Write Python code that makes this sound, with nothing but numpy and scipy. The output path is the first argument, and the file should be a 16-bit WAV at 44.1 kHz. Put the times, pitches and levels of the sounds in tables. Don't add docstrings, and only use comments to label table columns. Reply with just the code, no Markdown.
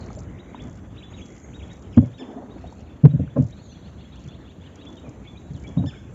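import sys
import numpy as np
from scipy import signal
from scipy.fft import rfft, irfft, next_fast_len
from scipy.io import wavfile
from scipy.ndimage import uniform_filter1d, map_coordinates

SR = 44100
rng = np.random.default_rng(int(sys.argv[2]) if len(sys.argv) > 2 else 0)


def to_wav(sig):
    pcm = np.clip(np.atleast_2d(sig), -1, 1) * 32767
    pcm = np.round(pcm).astype(np.int16)
    wavfile.write(sys.argv[1], SR, pcm.T)


N = 270774

# drive of the modes of
# keel_db, belly_db, thwart_db, plank_db, rail_db, edge_db
GUNWALE = (-2.5, -11.5, -26, -1, -22.5, -22.5)
RIB = (-2.5, -4, -3, -7.5, -18.5, -33)
SIDE = (-14.5, -0.5, -11.5, -12.5, -31, -47)
SEAT = (-8, 2.5, -0.5, -11.5, -34.5, -33)
# time_s, insect_chorus_db, chatter_wash_db
HISS = [(0.0, -70, -59), (0.27, -70.5, -85), (1.06, -71, -85), (1.32, -64, -78.5), (2.22, -72, -80),
        (2.74, -71, -66.5), (2.94, -74.5, -76), (3.38, -72.5, -83), (3.64, -69, -63.5), (4.1, -73, -68.5),
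        (6.14, -67.5, -83.5)]


def amp(db):
    return 10 ** (np.asarray(db) / 20)


def unit(x):
    return x / np.sqrt(np.mean(x ** 2) + 1e-20)


def curves(rows):
    s, *cols = np.transpose(rows)
    return [np.interp(np.arange(N) / SR, s, c) for c in cols]


def wobble(rate):
    return map_coordinates(rng.standard_normal(int(N * rate / SR) + 4), [np.arange(N) * rate / SR])


def swells(rows, rise_s, fade_s):
    t = np.arange(N) / SR
    total = np.zeros(N)
    for start, hold, db in rows:
        rise = np.clip(1 + (t - start) / rise_s, 0, 1) ** 2
        total += rise * amp(db - 60 * np.maximum(t - start - hold, 0) / fade_s)
    return total


def filtered(x, response):
    m = next_fast_len(N + SR // 2)
    return irfft(rfft(x, m) * response(np.fft.rfftfreq(m, 1 / SR)), m)[..., :N]


def rush(spectrum, patchy_db):
    z = signal.stft(rng.standard_normal(N), nperseg=512)[2]
    field = uniform_filter1d(uniform_filter1d(rng.standard_normal(z.shape), 5, 0), 10, 1)
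    noise = signal.istft(z * amp(patchy_db * unit(field)), nperseg=512)[1][:N]
    f, db = np.transpose(spectrum)
    return unit(filtered(noise, lambda hz: amp(np.interp(np.log(hz + 1), np.log(f), db, -120, -120))))


def add(track, s, sound):
    part = track[max(round(s * SR), 0):][:len(sound)]
    part += sound[:len(part)]


def tone(hz, gain):
    return gain * np.sin(2 * np.pi * np.cumsum(hz) / SR)


def bubble(hz, cycles, rise):
    u = np.arange(int(4 * cycles * SR / hz)) * hz / SR / cycles
    return tone(hz * (1 + rise * u), np.exp(-1.6 * u) * (1 - np.exp(-14 * u)))


def chatter_wash():
    wash_db = curves(HISS)[1]
    return amp(wash_db - 7) * rush([(3500, -14), (4000, -1), (4500, .3), (4900, -18)], patchy_db=2.5)


def chatter_blur():
    out, u = np.zeros(N), np.linspace(0, 1, SR // 45)
    for when, pitch, size in rng.random((450, 3)):
        from_hz = 2800 + 1350 * pitch ** .4
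        add(out, when * N / SR, tone(from_hz + 450 * u, amp(7.1 * size) * np.sin(np.pi * u)))
    return amp(curves(HISS)[1] - 5) * unit(out)


def insect_chorus():
    chorus_db = curves(HISS)[0] + 1.2 * wobble(50)
    return amp(chorus_db) * rush([(5600, -16), (6000, 0), (7000, .3), (7700, -2)], patchy_db=1.5)


def tick_list():
    # start_s, level_db
    single = [(0.009, -45), (0.0319, -51.5), (0.048, -47.5), (0.062, -45), (0.1311, -41.5), (0.1511, -47),
              (0.19, -36), (0.2047, -43.5), (0.6215, -43), (0.6401, -46.5), (0.6818, -51), (0.6978, -46),
              (0.7442, -53.5), (0.7572, -47.5), (0.7741, -47), (1.2625, -45), (1.284, -47.5),
              (1.3084, -53.5), (1.3508, -58.5), (1.381, -44.5), (1.6829, -52.5), (1.734, -42),
              (1.8242, -46.5), (1.966, -45.5), (2.6719, -54), (2.71, -54.5), (2.7257, -46), (2.795, -49.5),
              (2.8064, -50.5), (3.3837, -54.5), (3.4044, -47.5), (3.4427, -46), (3.4735, -49.5),
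              (3.501, -52), (4.1668, -53), (4.1984, -50.5), (4.2172, -48.5), (4.2448, -50), (4.2757, -50),
              (4.2862, -47), (4.758, -43), (5.0936, -44), (5.5762, -53.5), (5.5962, -51), (5.6266, -54),
              (5.679, -43), (5.6907, -46.5)]
    # start_s, length_s, level_db
    bouts = [(0, 0.23, -47), (0.623, 0.14, -49), (1.236, .15, -47), (1.67, .15, -51), (1.922, .15, -52),
             (2.661, .16, -54), (3.377, .14, -46.5), (4.156, .14, -48), (4.846, 0.16, -49),
             (5.533, .15, -47)]
    gap_s, scatter_db = .024, 0.5
    in_bouts = []
    for start, length, db in bouts:
        for k, (when, size) in enumerate(rng.random((12, 2))):
            if k * gap_s < length:
                in_bouts.append((start + (k + when) * gap_s, db + scatter_db * (2 * size - 1)))
    return list(single) + in_bouts


def insect_ticks():
    out, t = np.zeros(N), np.arange(SR // 40) / SR
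    high_mode = signal.butter(1, [5700, 7500], "bandpass", fs=SR, output="sos")
    low_mode = signal.butter(1, [4300, 5500], "bandpass", fs=SR, output="sos")
    fade = amp(-60 * t / 0.0014) + amp(2.5 - 60 * t / 0.023)
    for s, db in tick_list():
        puff = rng.standard_normal((2, len(t))) * fade
        high = signal.sosfilt(high_mode, puff[0])
        low = signal.sosfilt(low_mode, puff[1])
        add(out, s - .0005, amp(db) * (high + amp(-20) * low))
    return out


def insect_buzz():
    # start_s, hold_s, level_db
    buzzes = [(.3, 0.34, -61.5), (1.3, .16, -60.5)]
    pulse_hz = 75 + 6 * wobble(10)
    pulse = (.5 + .5 * np.sin(2 * np.pi * np.cumsum(pulse_hz) / SR)) ** .8
    noise = rush([(1250, -27.5), (1480, -2.5), (1750, -15), (2050, 0.0), (2400, -10)], patchy_db=0.5)
    return swells(buzzes, rise_s=0.039, fade_s=0.45) * unit(pulse * noise)


def warbler():
    # start_s, top_hz, level_db
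    hooks = [(0.379, 3850, -54), (0.537, 3740, -54), (0.583, 3425, -49), (0.965, 3880, -49.5),
             (1.015, 3484, -47.5), (1.12, 3830, -52.5), (1.199, 3360, -48.5), (1.528, 3780, -51.5),
             (1.611, 3400, -51), (1.688, 3780, -54), (1.949, 3370, -54.5), (2.124, 3770, -57),
             (2.492, 3820, -59.5), (2.653, 3800, -59.5), (2.883, 3500, -61.5), (3.085, 3830, -60),
             (3.286, 3480, -61.5), (3.508, 3850, -54.5), (3.734, 3390, -56), (4.033, 3360, -56.5),
             (4.104, 3850, -56), (4.266, 3480, -52.5), (4.794, 3830, -55), (4.849, 3450, -46),
             (5.255, 3460, -48.5), (5.355, 3870, -51.5), (5.652, 3380, -50), (5.76, 3820, -50.5),
             (5.955, 3350, -55)]
    # time_s, level_db
    hook_shape = [(0, -7), (.012, -4), (.022, 0), (.031, -1), (.039, -17)]
    # start_s, level_db
    climb_level = [(3.4, 0), (3.5, -9)]
    # start_s, level_db
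    dips = [(.559, -60), (.992, -56), (1.174, -51.5), (1.591, -52.5), (1.929, -52.5), (2.174, -55),
            (2.86, -62), (3.266, -62), (4.243, -59)]
    out = np.zeros(N)
    s, shape_db = np.transpose(hook_shape)
    t = np.arange(int(s[-1] * SR)) / SR
    below = 1e5 * np.maximum(.019 - t, 0)
    edges = signal.windows.tukey(len(t), .2)
    for start, top_hz, db in hooks:
        hz = top_hz - uniform_filter1d(below, size=520, mode="nearest")
        climb_db = np.interp(start, *np.transpose(climb_level)) * np.clip(below / 500, 0, 1)
        gain = amp(db + 2.5 + climb_db + np.interp(t, s, shape_db)) * edges
        add(out, start, tone(hz, gain * np.clip((hz - 2050) / 200, 0, 1)))
    u = np.linspace(0, 1, int(0.029 * SR))
    for start, db in dips:
        add(out, start, tone(2150 + 1350 * (1 - u) ** 1.6, amp(db) * np.sin(np.pi * u) ** 0.11))
    return out


def chatter_strokes():
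    # start_s, upper_voice_db, lower_voice_db, last_stroke_top_hz
    syllables = [(3.565, -61, -63, 2800), (3.689, -59, -56.5, 3160), (3.822, -62, -60, 3200),
                 (3.976, -65, -56, 3400), (4.124, -68, -54, 3700), (4.285, -69, -54.5, 3940),
                 (4.444, -78, -55, 4050), (4.604, -78, -55, 4000), (4.781, -70, -54, 3630)]
    # delay_s, length_s, from_hz, to_hz, level_db
    upper = [(0, .018, 3810, 4530, -3), (.021, .024, 3910, 4530, 4.5)]
    # delay_s, length_s, from_hz, to_hz, level_db
    lower = [(.004, .024, 3177, 3676, 0)]
    last_delay_s, last_from_hz, last_hz_per_s = .031, 2500, 36000
    rows = []
    for s, upper_db, lower_db, top_hz in syllables:
        last = (last_delay_s, (top_hz - last_from_hz) / last_hz_per_s, last_from_hz, top_hz, 0)
        for voice, db in ((upper, upper_db), (lower + [last], lower_db)):
            for delay, length, from_hz, to_hz, part_db in voice:
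                rows.append((s + delay, length, from_hz, to_hz, db + part_db))
    return rows


def glides(rows):
    out = np.zeros(N)
    for start, length, from_hz, to_hz, db in rows:
        u = np.linspace(0, 1, int(length * SR))
        bend = 1 - (1 - u) ** 2.2 if from_hz > 1.2 * to_hz else u
        hz = from_hz + (to_hz - from_hz) * bend
        add(out, start, tone(hz, amp(db) * np.sin(np.pi * u) ** 0.41))
    return out


def chattering_bird():
    rows = chatter_strokes()
    out = glides(rows)
    for start, length, from_hz, to_hz, db in rows:
        u = np.linspace(0, 1, int(length * SR))
        trail = amp(db - 7) * np.sin(np.pi * u)
        add(out, start + 0.024, tone(.86 * (from_hz + (to_hz - from_hz) * u), trail))
    return out


def other_birds():
    # start_s, length_s, from_hz, to_hz, level_db
    single = [(0, .041, 4970, 3770, -60), (.108, 0.019, 6080, 6970, -57), (0.157, 0.018, 7400, 7000, -52),
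              (1.1, 0.03, 6340, 7070, -57.5), (1.17, 0.033, 6820, 6350, -55),
              (1.192, 0.036, 6270, 6220, -59.5), (1.397, 0.043, 6950, 6600, -62),
              (1.432, 0.027, 6630, 6490, -52.5), (1.903, 0.077, 5980, 4800, -67.5),
              (3.62, .062, 6950, 6420, -59.5), (3.678, .066, 6500, 5800, -57.5),
              (4.657, 0.023, 3500, 2910, -52), (4.966, 0.035, 3610, 3790, -53.5),
              (4.967, 0.023, 3330, 2800, -51.5), (5.042, 0.04, 2550, 2290, -57),
              (5.246, 0.022, 4300, 2830, -59), (5.247, .024, 2190, 2290, -52.5),
              (5.351, 0.022, 2360, 2490, -54.5), (5.48, 0.051, 4800, 3200, -66),
              (5.536, 0.055, 4750, 2900, -57.5), (5.64, 0.024, 2330, 2250, -47.5),
              (5.934, 0.01, 1364, 1704, -44), (5.937, 0.039, 2650, 2140, -53.5)]
    return glides(single)


def reedy_bird():
    # start_s, level_db, extra_db of the multiples above the second
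    squeaks = [(2.178, -45.5, 3), (5.857, -44, 6)]
    # time_s, pitch_hz, level_db
    arch = [(0, 1284, -4), (.01, 1780, -8), (0.016, 1766, -5.5), (.032, 1769, 0), (.05, 1350, -7.5),
            (.06, 1040, -11)]
    # multiple of the pitch, level_db
    reed = [(1, -5), (2, 2), (3, -11.5), (4, -15)]
    out = np.zeros(N)
    s, pitch, shape_db = np.transpose(arch)
    t = np.arange(int(s[-1] * SR)) / SR
    hz = uniform_filter1d(np.interp(t, s, pitch), size=300, mode="nearest")
    fall = np.maximum(t - .03, 0)
    for start, db, high_db in squeaks:
        for k, part_db in reed:
            level_db = db + part_db + high_db * (k > 2) + np.interp(t, s, shape_db)
            gain = amp(level_db - 620 * abs(k - 2) * fall)
            add(out, start, tone(k * hz, gain * signal.windows.tukey(len(t), .15)))
    return out


def creek(x, t60, wet_db):
    # delay_s, level_db
    banks = [(0.043, -22), (0.095, -21)]
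    t = np.arange(SR // 2) / SR
    shape = amp(-11 - 60 * t / t60)
    for s, db in banks:
        shape = shape + amp(db) * np.exp(-((t - s) / 0.00049) ** 2)
    tail = rng.standard_normal(len(t)) * shape
    return x + amp(wet_db) * signal.fftconvolve(x, tail / np.linalg.norm(tail))[:N]


def hull_flow():
    # time_s, rumble_db, lapping_db
    flow = [(0, -35.5, -39.5), (.3, -36, -43.5), (.55, -40, -43), (.9, -39, -45.5), (1.3, -39, -44.5),
            (1.9, -40, -45.5), (2.15, -45.5, -47), (2.85, -43.5, -47), (3.6, -39.5, -47.5), (4.6, -42, -47),
            (4.95, -43, -43), (5.3, -40, -47.5), (5.7, -40.5, -43.5), (6.14, -38, -46.5)]
    # frequency_hz, relative level_db per Hz
    rumble = [(15, -55.5), (25, -25.5), (41, -11), (65, 3), (216, -12), (250, -28.5), (320, -49.5),
              (550, -120)]
    # frequency_hz, relative level_db per Hz
    lapping = [(100, -33), (180, 7), (280, 4), (400, -3), (650, -8.5), (1000, -15.5), (1800, -23),
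               (3000, -36.5)]
    # frequency_hz, relative level_db per Hz
    ripple = [(700, -5), (1300, 2), (2200, 0.5), (3500, -4), (4200, -17), (5600, -14.5), (7700, -35)]
    rumble_db, lap_db = curves(flow)
    surge = wobble(15)
    out = amp(rumble_db + 2.64 * surge + 0.29 * wobble(9.0)) * rush(rumble, patchy_db=-0.24)
    out += amp(lap_db + .9 * surge + 1.3 * wobble(40)) * rush(lapping, patchy_db=1.2)
    ripple_db = -63 + 0.5 * wobble(3.396) + 0.59 * surge + 2.56 * wobble(60)
    return out + amp(ripple_db) * rush(ripple, patchy_db=3.2)


def gurgles():
    # start_s, hold_s, level_db
    bursts = [(2.2, 0.16, -40.5), (2.37, 0.015, -44), (5.04, 0.018, -45.5)]
    froth = np.zeros(N)
    for when, pitch, size in rng.random((2500, 3)):
        ring = bubble(230 * 5 ** pitch ** 1.3, 5, .12) / (1 + 3 * pitch)
        add(froth, when * N / SR, amp(12 * size ** 3) * ring)
    wash = rush([(200, -1.5), (500, -2.5), (900, -9), (2000, -25)], patchy_db=1)
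    gain = amp(-59) + swells(bursts, rise_s=0.01, fade_s=0.73)
    return gain * (unit(froth) + amp(-7) * wash)


def drips():
    # start_s, level_db, pitch_hz, cycles, pitch rise
    drops = [(.087, -36, 2380, 7.2, 0.044), (0.104, -30.5, 1320, 5, 0.079), (0.103, -30, 850, 5.3, 0.1),
             (0.172, -27.5, 649, 8.2, 0.092), (0.546, -23, 990, 3.8, 0.082), (2.185, -47, 560, 6.6, 0.083),
             (2.257, -37, 863, 5.5, 0.14), (2.336, -33, 726, 11, 0.065), (2.374, -30, 730, 15, 0.12),
             (2.564, -37, 805, 5.5, 0.11), (2.641, -27, 727, 6.3, 0.12), (2.725, -31.5, 950, 4.4, 0.085),
             (3.277, -37.5, 1570, 6.4, 0.11), (4.893, -37, 1000, 4.6, 0.14)]
    out = np.zeros(N)
    for s, db, hz, cycles, rise in drops:
        add(out, s, amp(db - 3.0) * bubble(hz * .9, cycles, rise))
    return out


def oars():
    # start_s, contact length factor, level_db, place, hardness_db
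    blows = [(0.286, 0.59, -29, RIB, -22), (0.642, 1.3, -34, GUNWALE, 7),
             (1.9687, 1.15, -1.5, GUNWALE, -2.5), (2.019, 1.33, -15.5, SIDE, 14),
             (3.033, 1.2, -0.5, SIDE, 0), (3.047, 1.095, -4.5, SIDE, -2), (3.07, 0.84, -27, RIB, 4.5),
             (3.131, 1.36, -8.5, SIDE, -5), (3.19, 1.17, -10.5, RIB, -6), (3.227, 0.98, -21, RIB, -10),
             (3.357, 1.68, -17, SIDE, 30), (3.38, 1.31, -12.5, SIDE, 17), (3.413, 1.3, -14.5, RIB, -14),
             (4.252, 1.44, -30, SEAT, -6), (5.065, 1.2, -35.5, SIDE, 27), (5.501, 1.57, -22, SEAT, -15),
             (5.766, 1.12, -13, SEAT, 7), (5.788, 1.1, -14.5, SEAT, 0), (5.817, 1.18, -14.5, RIB, -16),
             (5.832, 1.2, -26, GUNWALE, 10.5), (5.85, 1.02, -22, RIB, -6)]
    hard_share = (0.17, 0.059, 0.25, 0.42, 0.73, 1.23)
    # frequency_hz, level_db, t60_s
    keel = [(98.8, 3, 0.21), (115.4, 4, 0.38)]
    belly = [(135.04, 0.5, 0.34), (149.96, 1.5, 0.3)]
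    thwart = [(165.8, 0.01, 0.047)]
    plank = [(235.5, -5, 0.048), (252.5, 3.5, 0.22), (275.3, -1.5, 0.14)]
    rail = [(346, -9, 0.11), (474, -0.5, 0.39), (557, -0.5, 0.25), (574, -1, 0.55), (673.4, -6.5, 0.06)]
    edge = [(836, -11.5, 0.09), (1036, -7.5, 0.063), (1308, -17, .06), (1620, -21, 0.03)]
    # frequency_hz, relative level_db per Hz
    slap = [(300, -23), (700, 23.5), (1500, -9), (3000, -16.5), (6000, -32), (7700, -32.5)]
    out, slaps, t = np.zeros(N), np.zeros(N), np.arange(SR // 3) / SR
    for s, contact, blow_db, place, hard_db in blows:
        levels = blow_db + np.array(place) + hard_db * np.array(hard_share)
        for modes, db in zip((keel, belly, thwart, plank, rail, edge), levels):
            for hz, mode_db, t60 in modes:
                late = np.maximum(t - 0.01 / np.sqrt(hz), 0)
                u = late * hz ** 0.456 / (.25 * contact)
                packet = 1.8 * u ** 1.4 * np.exp(-u ** 4.5)
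                ring = amp(-14 - 60 * late / t60) * (1 - np.exp(-3 * u))
                drift = np.cumsum(rng.standard_normal(len(t))) * (hz / 1000) ** 1.2 * .08
                phase = 2 * np.pi * hz * late + uniform_filter1d(drift, size=150)
                gain = amp(db + mode_db + rng.normal(0, 0.11))
                add(out, s, gain * (packet + ring) * np.sin(phase))
        add(slaps, s, amp(levels[-1] - 3.5 - 60 * t / 0.16) * (1 - np.exp(-t / 0.0054)))
    return out + slaps * rush(slap, patchy_db=-5.5)


def scene():
    birds = chatter_blur() + warbler() + chattering_bird() + other_birds() + reedy_bird()
    background = chatter_wash() + insect_chorus() + insect_ticks() + insect_buzz()
    water = hull_flow() + gurgles() + drips()
    return (background + creek(birds, t60=0.6, wet_db=-5.5) + water + oars())[None]


def record(dry):
    mic_hz, top_hz, bass_hz = 7620, 15500, 45
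    x = filtered(dry, lambda hz: (hz < mic_hz) * (1j * hz / (bass_hz + 1j * hz)) ** 2)
    x = np.clip(x, -.96, .96)
    x = x + amp(-83.0) * rng.standard_normal(x.shape)
    return filtered(x, lambda hz: hz < top_hz)


dry = scene()
out = record(dry)
to_wav(out)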